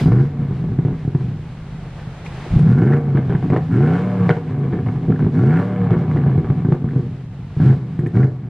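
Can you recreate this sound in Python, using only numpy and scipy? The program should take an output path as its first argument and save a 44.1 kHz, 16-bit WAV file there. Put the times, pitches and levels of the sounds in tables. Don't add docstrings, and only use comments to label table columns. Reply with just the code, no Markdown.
import sys
import numpy as np
from scipy import signal
from scipy.fft import rfft, irfft, next_fast_len
from scipy.io import wavfile
from scipy.ndimage import uniform_filter1d

SR = 44100
rng = np.random.default_rng(int(sys.argv[2]) if len(sys.argv) > 2 else 0)


def unload_audio(sound):
    columns = np.transpose(np.atleast_2d(sound))
    steps = np.round(np.clip(columns, -1, 1) * 32767)
    wavfile.write(sys.argv[1], SR, steps.astype(np.int16))


N = 374409
TIME = np.arange(N) / SR
FFT_SIZE = next_fast_len(N + SR, real=True)
FREQS = np.maximum(np.fft.rfftfreq(FFT_SIZE, 1 / SR), 1)


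def undb(db):
    return 10 ** (np.asarray(db) / 20)


def read_table(table, at):
    keys, *columns = np.transpose(table)
    return np.array([np.interp(at, keys, column) for column in columns])


def response(colour, resonances=()):
    hz, db = np.transpose(colour)
    gain_db = np.interp(np.log(FREQS), np.log(hz), db)
    for centre, width, height in resonances:
        gain_db = gain_db + height * .5 ** ((2 * (FREQS - centre) / width) ** 2)
    cepstrum = irfft(gain_db * np.log(10) / 20, FFT_SIZE)
    cepstrum[1:FFT_SIZE // 2] *= 2
    cepstrum[FFT_SIZE // 2 + 1:] = 0
    return np.exp(rfft(cepstrum))


def through(x, gain):
    return irfft(rfft(x, FFT_SIZE) * gain, FFT_SIZE)[..., :N]


def band(x, lo_hz, hi_hz, order=3):
    return signal.sosfilt(signal.butter(order, [lo_hz, hi_hz], "band", fs=SR, output="sos"), x)


def noise(colour, resonances=()):
    x = through(rng.standard_normal(N), response(colour, resonances))
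    return x / np.std(x)


def smooth(x, span_s):
    size = int(span_s * SR)
    return uniform_filter1d(uniform_filter1d(x, size), size)


def steady(x, span_s):
    return x / np.sqrt(np.abs(smooth(x ** 2, span_s)) + 1e-18)


def wander(count):
    return np.interp(TIME, np.linspace(0, TIME[-1], count), rng.standard_normal(count))


def envelope(start_s, hold_s, attack_s, release_s):
    age = TIME - start_s
    return np.clip(age / attack_s, 0, 1) * np.exp(-np.maximum(age - hold_s, 0) / release_s)


def impulses(times, sizes):
    place = np.clip(times * SR, 0, N - 2)
    i = place.astype(int)
    return np.bincount(i, sizes * (1 - place + i), N) + np.bincount(i + 1, sizes * (place - i), N)


def die_away(kicks, decay_s):
    return signal.lfilter([1], [1, -np.exp(-1 / (decay_s * SR))], kicks)


def puffs(kicks, decay_s):
    return die_away(kicks, decay_s) * rng.standard_normal(N)


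# time in seconds, level in dB.
HISS_LEVELS = [(0, -26), (.1, -45.5), (.25, -46.5), (1.2, -45.5), (2.24, -39.5), (2.26, -33), (2.3, -38),
               (2.55, -36), (2.8, -47.5), (4.3, -42.5), (4.45, -46.5), (7.55, -47), (7.68, -40.5),
               (7.78, -47.5), (8.49, -53)]
# frequency in Hz, level in dB.
HISS_CENTRE_COLOUR = [(30, 2), (200, -0.5), (450, 2.5), (620, -0.5), (760, 1.5), (1000, -3.5), (2000, -7.5),
                      (3000, -13.5), (4000, -17), (6000, -27), (9000, -33), (13000, -55)]
HISS_SIDES_COLOUR = [(100, -49.5), (200, -19.5), (300, 2), (1000, 4), (3000, 3.5), (4000, 0), (6000, -4),
                     (9000, -6), (13000, -12.5)]


def hiss(sides_db=-13.5, flutter_db=1.85):
    level_db, = read_table(HISS_LEVELS, TIME)
    flutter = undb(flutter_db * wander(count=120))
    centre = noise(HISS_CENTRE_COLOUR) * flutter
    sides = noise(HISS_SIDES_COLOUR) * undb(sides_db)
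    return undb(level_db) * np.array([centre + sides, centre - sides])


def courtyard(x, centre_db=-16, sides_db=-17, gap_s=.014, echo_s=.23):
    t = TIME[:SR]
    tails = rng.standard_normal((2, SR)) * undb(-60 * t / echo_s) * (t > gap_s)
    tails /= np.sqrt(np.sum(tails ** 2, axis=1, keepdims=True))
    centre, sides = through(x, rfft(tails, FFT_SIZE))
    centre_colour = [(100, -9), (500, 11), (3000, 3.5), (10000, -1.5)]
    sides_colour = [(130, -27), (300, -10), (700, -3), (2000, 2.5), (6000, -4)]
    centre = undb(centre_db) * through(centre, response(centre_colour))
    sides = undb(sides_db) * through(sides, response(sides_colour))
    return np.array([centre + sides, centre - sides])


def whine(level_db=-43, decay_s=.062):
    colour = [(1000, -52.5), (3500, -10.5), (6500, -24), (13000, -31.5)]
    ring = noise(colour, resonances=[(4900, 530, 8.9), (6400, 330, 3.9)])
    return ring * undb(level_db) * np.exp(-TIME / decay_s)


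# start in seconds, level in dB.
METAL_TICKS = [(2.592, -48.5), (4.585, -58), (7.992, -52.5), (8.068, -51.5)]


def ticks(soften_s=.003):
    times, level_db = np.transpose(METAL_TICKS)
    kicks = uniform_filter1d(impulses(times, undb(level_db)), int(soften_s * SR))
    return band(puffs(kicks, decay_s=.01), 5500, 11000, order=4)


# start in seconds, level in dB, ringing pitch in Hz.
SILENCER_KNOCKS = [(.184, -39, 1800), (.926, -45, 1800), (2.263, -30.5, 2270), (2.923, -25, 1650),
                   (2.936, -29, 1750), (3.173, -27, 1670), (3.303, -29.5, 1550), (3.351, -27, 1630),
                   (3.503, -37, 2100), (3.564, -27, 1800), (4.2924, -18, 1930), (4.3018, -15, 1590),
                   (4.308, -33, 2880), (4.308, -26, 1550), (5.121, -28.5, 1516), (5.159, -33.5, 1600),
                   (5.202, -33.5, 1670), (5.56, -37, 1823), (5.571, -26, 1680), (5.939, -27, 1610),
                   (6.17, -31.5, 1890), (6.65, -35, 1500), (6.887, -35, 1680), (6.908, -41, 2000),
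                   (7.602, -33, 1511), (7.707, -33.5, 1600), (7.991, -36.5, 1690), (8.062, -30.5, 1991),
                   (8.169, -33, 1800), (8.231, -28.5, 1800)]


def knocks(decay_s=.004, spread=.12):
    out = np.zeros(N)
    for start_s, level_db, hz in SILENCER_KNOCKS:
        burst = puffs(impulses(np.array([start_s]), np.ones(1)), decay_s)
        ring = band(burst, hz * (1 - spread), hz * (1 + spread), order=2)
        out += undb(level_db) * ring * np.sqrt(decay_s * SR / 2 / np.sum(ring ** 2))
    return out


# frequency in Hz, level in dB.
PIPE_COLOUR = [(15, -48.5), (33, -11.5), (60, -18), (90, -2.5), (130, 4), (165, 0), (210, -13.5),
               (400, -20), (550, -41.5), (1200, -43.5), (2000, -60), (3000, -62), (6000, -89), (9500, -90),
               (14000, -99)]
# frequency in Hz, width in Hz, boost or cut in dB.
PIPE_RESONANCES = [(185, 86, 1.5), (182.9, 15, -2), (252.3, 51, 3.5), (304.3, 25, -4), (364, 30, 1.5),
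                   (474.6, 30, 8), (595, 32, 8.5), (742, 86, 9.5), (1014, 35, 2.5), (1130, 17, 6.5),
                   (1560, 200, 5), (1733, 150, 9.5), (2167, 340, 11)]


def exhaust_pipe():
    return response(PIPE_COLOUR, PIPE_RESONANCES)


# frequency in Hz, level in dB.
SHOCK_COLOUR = [(100, -17.5), (220, -7), (350, 7), (480, 5), (560, -10.5), (800, -11), (1100, -11),
                (1500, -22.5), (2300, -27), (3800, -37), (6000, -54.5), (14000, -85.5)]


def shocks(times, bark_db, peak_db=-5, full_at_db=-10, db_per_db=1.86):
    ring = response(SHOCK_COLOUR, PIPE_RESONANCES)
    sizes = undb(peak_db + db_per_db * np.minimum(bark_db - full_at_db, 0))
    return -through(impulses(times, sizes), ring) / np.abs(irfft(ring)).max()


# start in seconds, then the levels of the thump, the bark and the crack in dB.
FUEL_POPS = [(.059, -2, -18, -36.5), (.12, -4, -17.5, -22.5), (0.509, -10, -35, -36),
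             (0.641, -10.5, -35, -26.5), (0.719, -11.5, -32.5, -47.5), (0.788, -2.5, -21.5, -35.5),
             (0.85, -5, -23, -34.5), (0.884, -8, -30.5, -27), (1.05, -10, -36, -34), (1.077, -7, -27, -44),
             (1.149, -4, -22.5, -27.5), (1.208, -15.5, -25.5, -57), (1.24, -17, -41, -50),
             (1.311, -20, -37.5, -50), (1.866, -25, -42.5, -50), (2.071, -22.5, -42, -36),
             (2.462, -22.5, -27.5, -42), (2.517, -18, -41.5, -40.5), (2.536, -15.5, -27.5, -45),
             (2.561, -9, -31.5, -33.5), (2.578, -11, -25.5, -41), (2.592, -16.5, -20.5, -33.5),
             (2.606, -9.5, -37, -29), (2.821, -8.5, -18, -36), (2.934, -8.5, -17, -23),
             (3.15, -3.5, -26, -29.5), (3.172, -13, -19.5, -23), (3.297, -9, -23, -23),
             (3.349, -4, -26, -24), (3.427, -11.5, -21.5, -27), (3.5019, -6.5, -15.5, -28),
             (3.523, -3, -20.5, -24), (3.534, -6.5, -18.5, -25.5), (3.541, -11, -22, -22),
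             (3.5635, -12, -17.5, -14), (3.573, -17, -18.5, -19), (4.2932, -12, -13, -7),
             (4.3014, -6.5, -20, -16.5), (4.3078, -11.5, -17.5, -14), (4.368, -14.5, -20, -28),
             (4.734, -10.5, -23.5, -31.5), (4.864, -15, -24.5, -26), (4.957, -12, -25.5, -30.5),
             (5.084, -5, -31.5, -41), (5.099, -3.5, -29, -51), (5.193, -9.5, -20, -30),
             (5.246, -4, -21.5, -26), (5.266, -3.5, -26.5, -33), (5.907, -12, -21.5, -14.5),
             (5.915, -4, -18.5, -25), (5.933, -10, -18, -34.5), (5.968, -5.5, -25.5, -29),
             (6.162, -9, -22, -23.5), (6.176, -16.5, -24.5, -27), (6.264, -11.5, -26.5, -29.5),
             (6.298, -16.5, -23, -32.5), (6.36, -9.5, -29, -35), (6.379, -5.5, -20.5, -33),
             (6.447, -8, -26, -38), (6.501, -5.5, -19.5, -40), (6.649, -6.5, -27.5, -31.5),
             (6.687, -3.5, -36.5, -41), (6.718, -7, -25, -30), (6.7234, -4, -16, -19.5),
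             (6.745, -21.5, -25, -32.5), (6.843, -4.5, -30.5, -41), (6.961, -6, -34, -31.5),
             (6.992, -16.5, -34, -57), (7.566, -15, -28.5, -40), (7.601, -3, -24.5, -28.5),
             (7.991, -6.5, -25.5, -46), (8.036, -11.5, -36.5, -59), (8.062, -11.5, -25, -37),
             (8.167, -4.5, -24, -33)]
# frequency in Hz, level in dB.
THUMP_COLOUR = [(50, -2.5), (90, -6.5), (140, -1), (400, 2), (800, 2), (1400, -6), (3000, -16),
                (9000, -20.5)]
BARK_COLOUR = [(120, -20.5), (270, 5), (420, 4.5), (560, -17.5), (800, -12), (1200, -19.5), (1700, -20.5),
               (2300, -31.5), (2800, -41), (6000, -51.5), (14000, -68)]
CRACK_COLOUR = [(100, -11), (450, 14.5), (850, 5.5), (1300, -0.5), (2200, -16.5), (2900, -17),
                (6000, -41.5), (14000, -59)]


def pops(pipe, spray_db=-17, round_trip_s=.0084, return_db=-12):
    times, thump_db, bark_db, crack_db = np.transpose(FUEL_POPS)
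    echoes = 1 / (1 - undb(return_db) * np.exp(-2j * np.pi * FREQS * round_trip_s))
    thump = -through(impulses(times, undb(thump_db)), pipe * response(THUMP_COLOUR))
    thump /= np.abs(irfft(pipe)).max()
    flame, tip = response(BARK_COLOUR), response(CRACK_COLOUR)
    bark = through(puffs(impulses(times, undb(bark_db)), decay_s=.008), flame * echoes)
    bark /= np.sqrt(np.mean(np.abs(flame) ** 2))
    kicks = impulses(times, undb(crack_db))
    spray = undb(spray_db) * puffs(kicks, decay_s=.0012)
    crack = through(spray - kicks, tip * echoes) / np.abs(irfft(tip)).max()
    return thump + bark + crack + shocks(times, bark_db)


def misfires(dip_db=-3, lead_s=.0069, half_width_s=.004):
    dip = np.zeros(N)
    for start_s, *_ in FUEL_POPS:
        dip = np.maximum(dip, 1 - np.abs(TIME - start_s + lead_s) / half_width_s)
    return undb(dip_db * dip)


def sputter(cycle_hz, decay_s=.011, depth=1.2):
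    half_cycles = 2 * np.cumsum(cycle_hz) / SR
    k = np.arange(1, int(half_cycles[-1]))
    times = np.interp(k + rng.random(len(k)) / 2, half_cycles, TIME)
    spurts = die_away(impulses(times, np.ones(len(k))), decay_s)
    return steady(1 + depth * smooth(spurts, .003), .11)


# start and length in seconds, then boom, bark and rasp in dB.
BURBLE_RUNS = [(0, 0.03, -16.5, -22.5, -44), (0.488, 0.25, -26, -39, -54), (0.842, 0.09, -23.5, -30.5, -45),
               (1.185, 0.16, -23.5, -54, -61), (3.143, 0.045, -18.5, -20.5, -34.5),
               (3.297, 0.052, -32.5, -26, -36), (3.413, 0.058, -24, -25, -44),
               (3.525, 0.0069, -16.5, -13.5, -26), (3.552, 0.11, -24, -54, -46),
               (4.191, 0.11, -14.5, -31, -51), (4.462, 0.056, -41.5, -38, -45.5),
               (4.928, 0.17, -32, -32.5, -46.5), (4.568, 0.18, -40, -30, -47.5),
               (4.716, 0.071, -26.5, -23.5, -37.5), (4.856, 0.034, -21, -29, -37),
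               (5.084, 0.053, -17.5, -20, -41), (5.199, 0.078, -17.5, -24, -44.5),
               (5.792, 0.13, -17, -35.5, -47.5), (5.898, 0.06, -19.5, -23, -34),
               (5.967, 0.07, -18.5, -26.5, -37.5), (6.067, 0.056, -18, -27, -38),
               (6.14, 0.034, -11, -20, -36), (6.207, 0.19, -15.5, -26, -39.5),
               (6.427, 0.053, -30.5, -31, -41), (6.488, 0.12, -21.5, -33.5, -42.5),
               (6.643, 0.1, -36, -26, -46.5), (6.81, 0.2, -30.5, -31.5, -51),
               (7.997, 0.084, -28, -27.5, -56)]


def burbles(cycle_hz, attack_s=.011, release_s=.025):
    power = np.zeros((3, N))
    for start_s, length_s, *levels_db in BURBLE_RUNS:
        power += np.outer(undb(levels_db), envelope(start_s, length_s, attack_s, release_s)) ** 2
    power[1:] *= sputter(cycle_hz) ** 2
    return power


THROTTLE_PRESSES = [(.02, .19, 0.068, .3, 28.87, 1, 1, -2.5), (2.505, 0.25, 0.17, .5, 22.29, 1.5, 1.5, 3),
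                    (2.75, 0.22, 0.031, 0.21, 29.32, -2.5, 3.5, 1),
                    (3.675, .28, 0.057, .41, 37.5, -2, 3.5, 1.5),
                    (5.315, 0.28, 0.054, .395, 37.48, -1, 3, 0.5),
                    (7.565, 0.15, 0.057, .11, 26.29, 2.5, 0.5, -3),
                    (8.129, 0.12, 0.028, 0.088, 26.16, 0.5, 1, -4.5)]
START_HZ, IDLE_HZ, SAG_BELOW_HZ = 18, 6.1, 17.5


def engine_speed(rise_curve=1.15, linger_s=.13, drag_per_s=.71, sag_hz_per_s=12):
    hz = np.full(N, float(START_HZ))
    for start_s, _, _, rise_s, top_hz, *_ in THROTTLE_PRESSES:
        from_hz = np.interp(start_s, TIME, hz)
        progress = np.clip((TIME - start_s) / rise_s, 0, 1)
        rise = from_hz + (top_hz - from_hz) * np.sin(np.pi / 2 * progress) ** rise_curve
        past_top_s = np.maximum(TIME - start_s - rise_s, 0)
        coast = top_hz * np.exp(-drag_per_s * (np.hypot(past_top_s, linger_s) - linger_s))
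        sag = sag_hz_per_s * np.cumsum(coast < SAG_BELOW_HZ) / SR
        fall = np.maximum(coast - sag, IDLE_HZ)
        hz = np.where(TIME < start_s, hz, np.where(past_top_s > 0, fall, rise))
    return hz


# speed in cycles per second,
# levels of boom, bark, rasp and throb in dB, then how uneven the firing is, from 0 to 1.
THROTTLE_SHUT = [(6.05, -30, -47.5, -59.5, -40.5, 0.6), (14.6, -26, -36.5, -65, -44, .9),
                 (21.5, -24, -40, -51, -40.5, 0.5), (28.3, -19.5, -32, -44, -46.5, 0.6),
                 (33.3, -30.5, -35.5, -48, -52, 0.6), (35.7, -23.5, -30, -34.5, -48, 0.3),
                 (36.7, -23.5, -27, -37, -45, .08)]
THROTTLE_OPEN = [(8, -2, -37.5, -42.5, -8, 0.35), (12.8, -12, -26.5, -42, -37.5, 0.46),
                 (20.6, -14.5, -23, -39.5, -41, 0.25), (27.6, -10.5, -23, -39.5, -51, 0.25),
                 (32, -14, -24.5, -35, -54, 0.15)]


def combustion(cycle_hz, release_s=.033):
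    shut, wide = read_table(THROTTLE_SHUT, cycle_hz), read_table(THROTTLE_OPEN, cycle_hz)
    starts, *_, coast_db = np.transpose(THROTTLE_PRESSES)
    latest_press = np.searchsorted(starts[1:], TIME)
    power = undb(shut[:-1] + coast_db[latest_press]) ** 2
    open_gains, throttle = undb(wide[:-1]), 0
    for start_s, held_s, open_s, _, _, low_db, high_db, _ in THROTTLE_PRESSES:
        press = envelope(start_s, held_s, open_s, release_s)
        power += (open_gains * np.outer(undb([low_db, high_db, high_db, low_db]), press)) ** 2
        throttle = np.maximum(throttle, press)
    power[:-1] += burbles(cycle_hz)
    uneven = np.clip(shut[-1] + throttle * (wide[-1] - shut[-1]), 0, 1)
    return np.sqrt(power), uneven, throttle


# frequency in Hz, level in dB.
SHELL_COLOUR = [(500, -18.5), (1050, -13.5), (1350, 12), (2150, -8), (2800, -10.5), (5000, -28),
                (9000, -65.5), (14000, -64)]
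# frequency in Hz, width in Hz, boost in dB.
SHELL_RESONANCES = [(1340, 220, 1.8), (1830, 55, 2.9)]


def silencer_shell(blows, gas):
    return steady(through(.87 * blows + gas, response(SHELL_COLOUR, SHELL_RESONANCES)), .079)


# pitch as a multiple of the engine's
# speed, level in dB with the throttle shut, level in dB with it open.
DRONE_TONES = [(3, -1, -5.5), (4, -8, -11), (5, 4, 2.5), (8, -3.5, 3), (11, -4, -5), (13, 11, 7),
               (16, 12, 6), (20, -0.5, -1.5), (27, 4, -2.5), (31, 1, -4.5)]


def drone(pipe, cycle_hz, uneven, throttle, waver=.4, falter_db=9):
    cycles = np.cumsum(cycle_hz) / SR
    out = 0
    for multiple, shut_db, open_db in DRONE_TONES:
        phase_drift = waver * np.sqrt(uneven) * wander(count=260)
        flutter_db = 2 * wander(count=500)
        level_db = shut_db + throttle * (open_db - shut_db)
        level_db += falter_db * uneven * (1 - throttle) * wander(count=150)
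        gain = undb(level_db + flutter_db) * np.interp(multiple * cycle_hz, FREQS, np.abs(pipe))
        out = out + gain * np.sin(2 * np.pi * (multiple * cycles + rng.random()) + phase_drift)
    return out * cycle_hz / SR


# bank (0 is near, 1 is far), strength in dB.
FIRING_ORDER = [(0, -2), (1, -0.5), (0, -1.3), (0, 1.7), (1, 0), (0, 1), (1, -0.5), (1, -3)]


def firings(cycle_hz, uneven, scatter_db=3.5, jitter_s=.0009, far_bank_s=.0016):
    count = len(FIRING_ORDER)
    fired = np.cumsum(cycle_hz) * count / SR
    k = np.arange(1, int(fired[-1]))
    times = np.interp(k, fired, TIME)
    bank, strength_db = np.array(FIRING_ORDER)[k % count].T
    size_luck, time_luck = rng.standard_normal((len(k), 2)).T * np.interp(times, TIME, uneven)
    stumble = np.maximum(SAG_BELOW_HZ / np.interp(times, TIME, cycle_hz), 1) ** 1.5
    sizes = undb(strength_db + scatter_db * np.tanh(size_luck))
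    return impulses(times + far_bank_s * bank + jitter_s * stumble * time_luck, sizes)


def silencer_throb(blows, gas, cold_db=11.5, warm_db=-3.5, warm_up_s=2.1):
    level_db = warm_db + (cold_db - warm_db) * np.exp(-TIME / warm_up_s)
    return steady(band(blows + 1.8 * gas, 28, 59, order=2), .071) * undb(level_db)


def engine(pipe, boom_top_hz=230, bark_top_hz=650, boom_db=-.13, bark_db=.05, rasp_db=.5,
           drone_db=22, shell_db=-5, spit_db=-56, lope_db=3):
    cycle_hz = engine_speed()
    (boom_gain, bark_gain, rasp_gain, throb_gain), uneven, throttle = combustion(cycle_hz)
    blows = firings(cycle_hz, uneven)
    gas = puffs(blows, decay_s=.003)
    gas *= np.std(blows) / np.std(gas)
    note = drone(pipe, cycle_hz, uneven, throttle) * undb(drone_db) * (1 - uneven) ** 2
    boom = note * undb(10 * throttle) + through(blows + (.56 + .35 * uneven) * gas, pipe)
    boom = band(boom, 62, boom_top_hz)
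    bark = note * undb(1.5 * throttle) + through(blows + (.99 + .84 * uneven) * gas, pipe)
    bark = band(bark, boom_top_hz, bark_top_hz, order=4)
    rasp = band(through(.063 * blows + gas, pipe), bark_top_hz, 15000, order=4)
    shell = silencer_shell(blows, gas) * throttle * rasp_gain * undb(shell_db)
    spit = steady(band(gas, 1500, 4200, order=2), .1) * np.sqrt(throttle) * undb(spit_db)
    chop = steady(undb(3.5 * np.tanh(steady(boom, .035))), .035)
    lope = undb(lope_db * uneven * wander(count=220))
    return lope * (steady(boom, .028) * boom_gain * undb(boom_db)
                   + steady(bark, .039) * bark_gain * undb(bark_db)
                   + chop * (steady(rasp, .081) * rasp_gain * undb(rasp_db) + shell + spit)
                   + silencer_throb(blows, gas) * throb_gain)


def scene(fade_s=.004):
    pipe = exhaust_pipe()
    car = engine(pipe) * misfires() + pops(pipe) + knocks() + ticks() + whine()
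    fade_out = np.clip((TIME[-1] - TIME) / fade_s, 0, 1)
    return (car + courtyard(car) + hiss()) * fade_out


def record(dry, ceiling=.93, top_hz=14300):
    rounded = dry / (1 + (dry / ceiling) ** 6) ** (1 / 6)
    return signal.sosfilt(signal.ellip(8, .2, 70, top_hz, fs=SR, output="sos"), rounded)


dry = scene()
out = record(dry)
unload_audio(out)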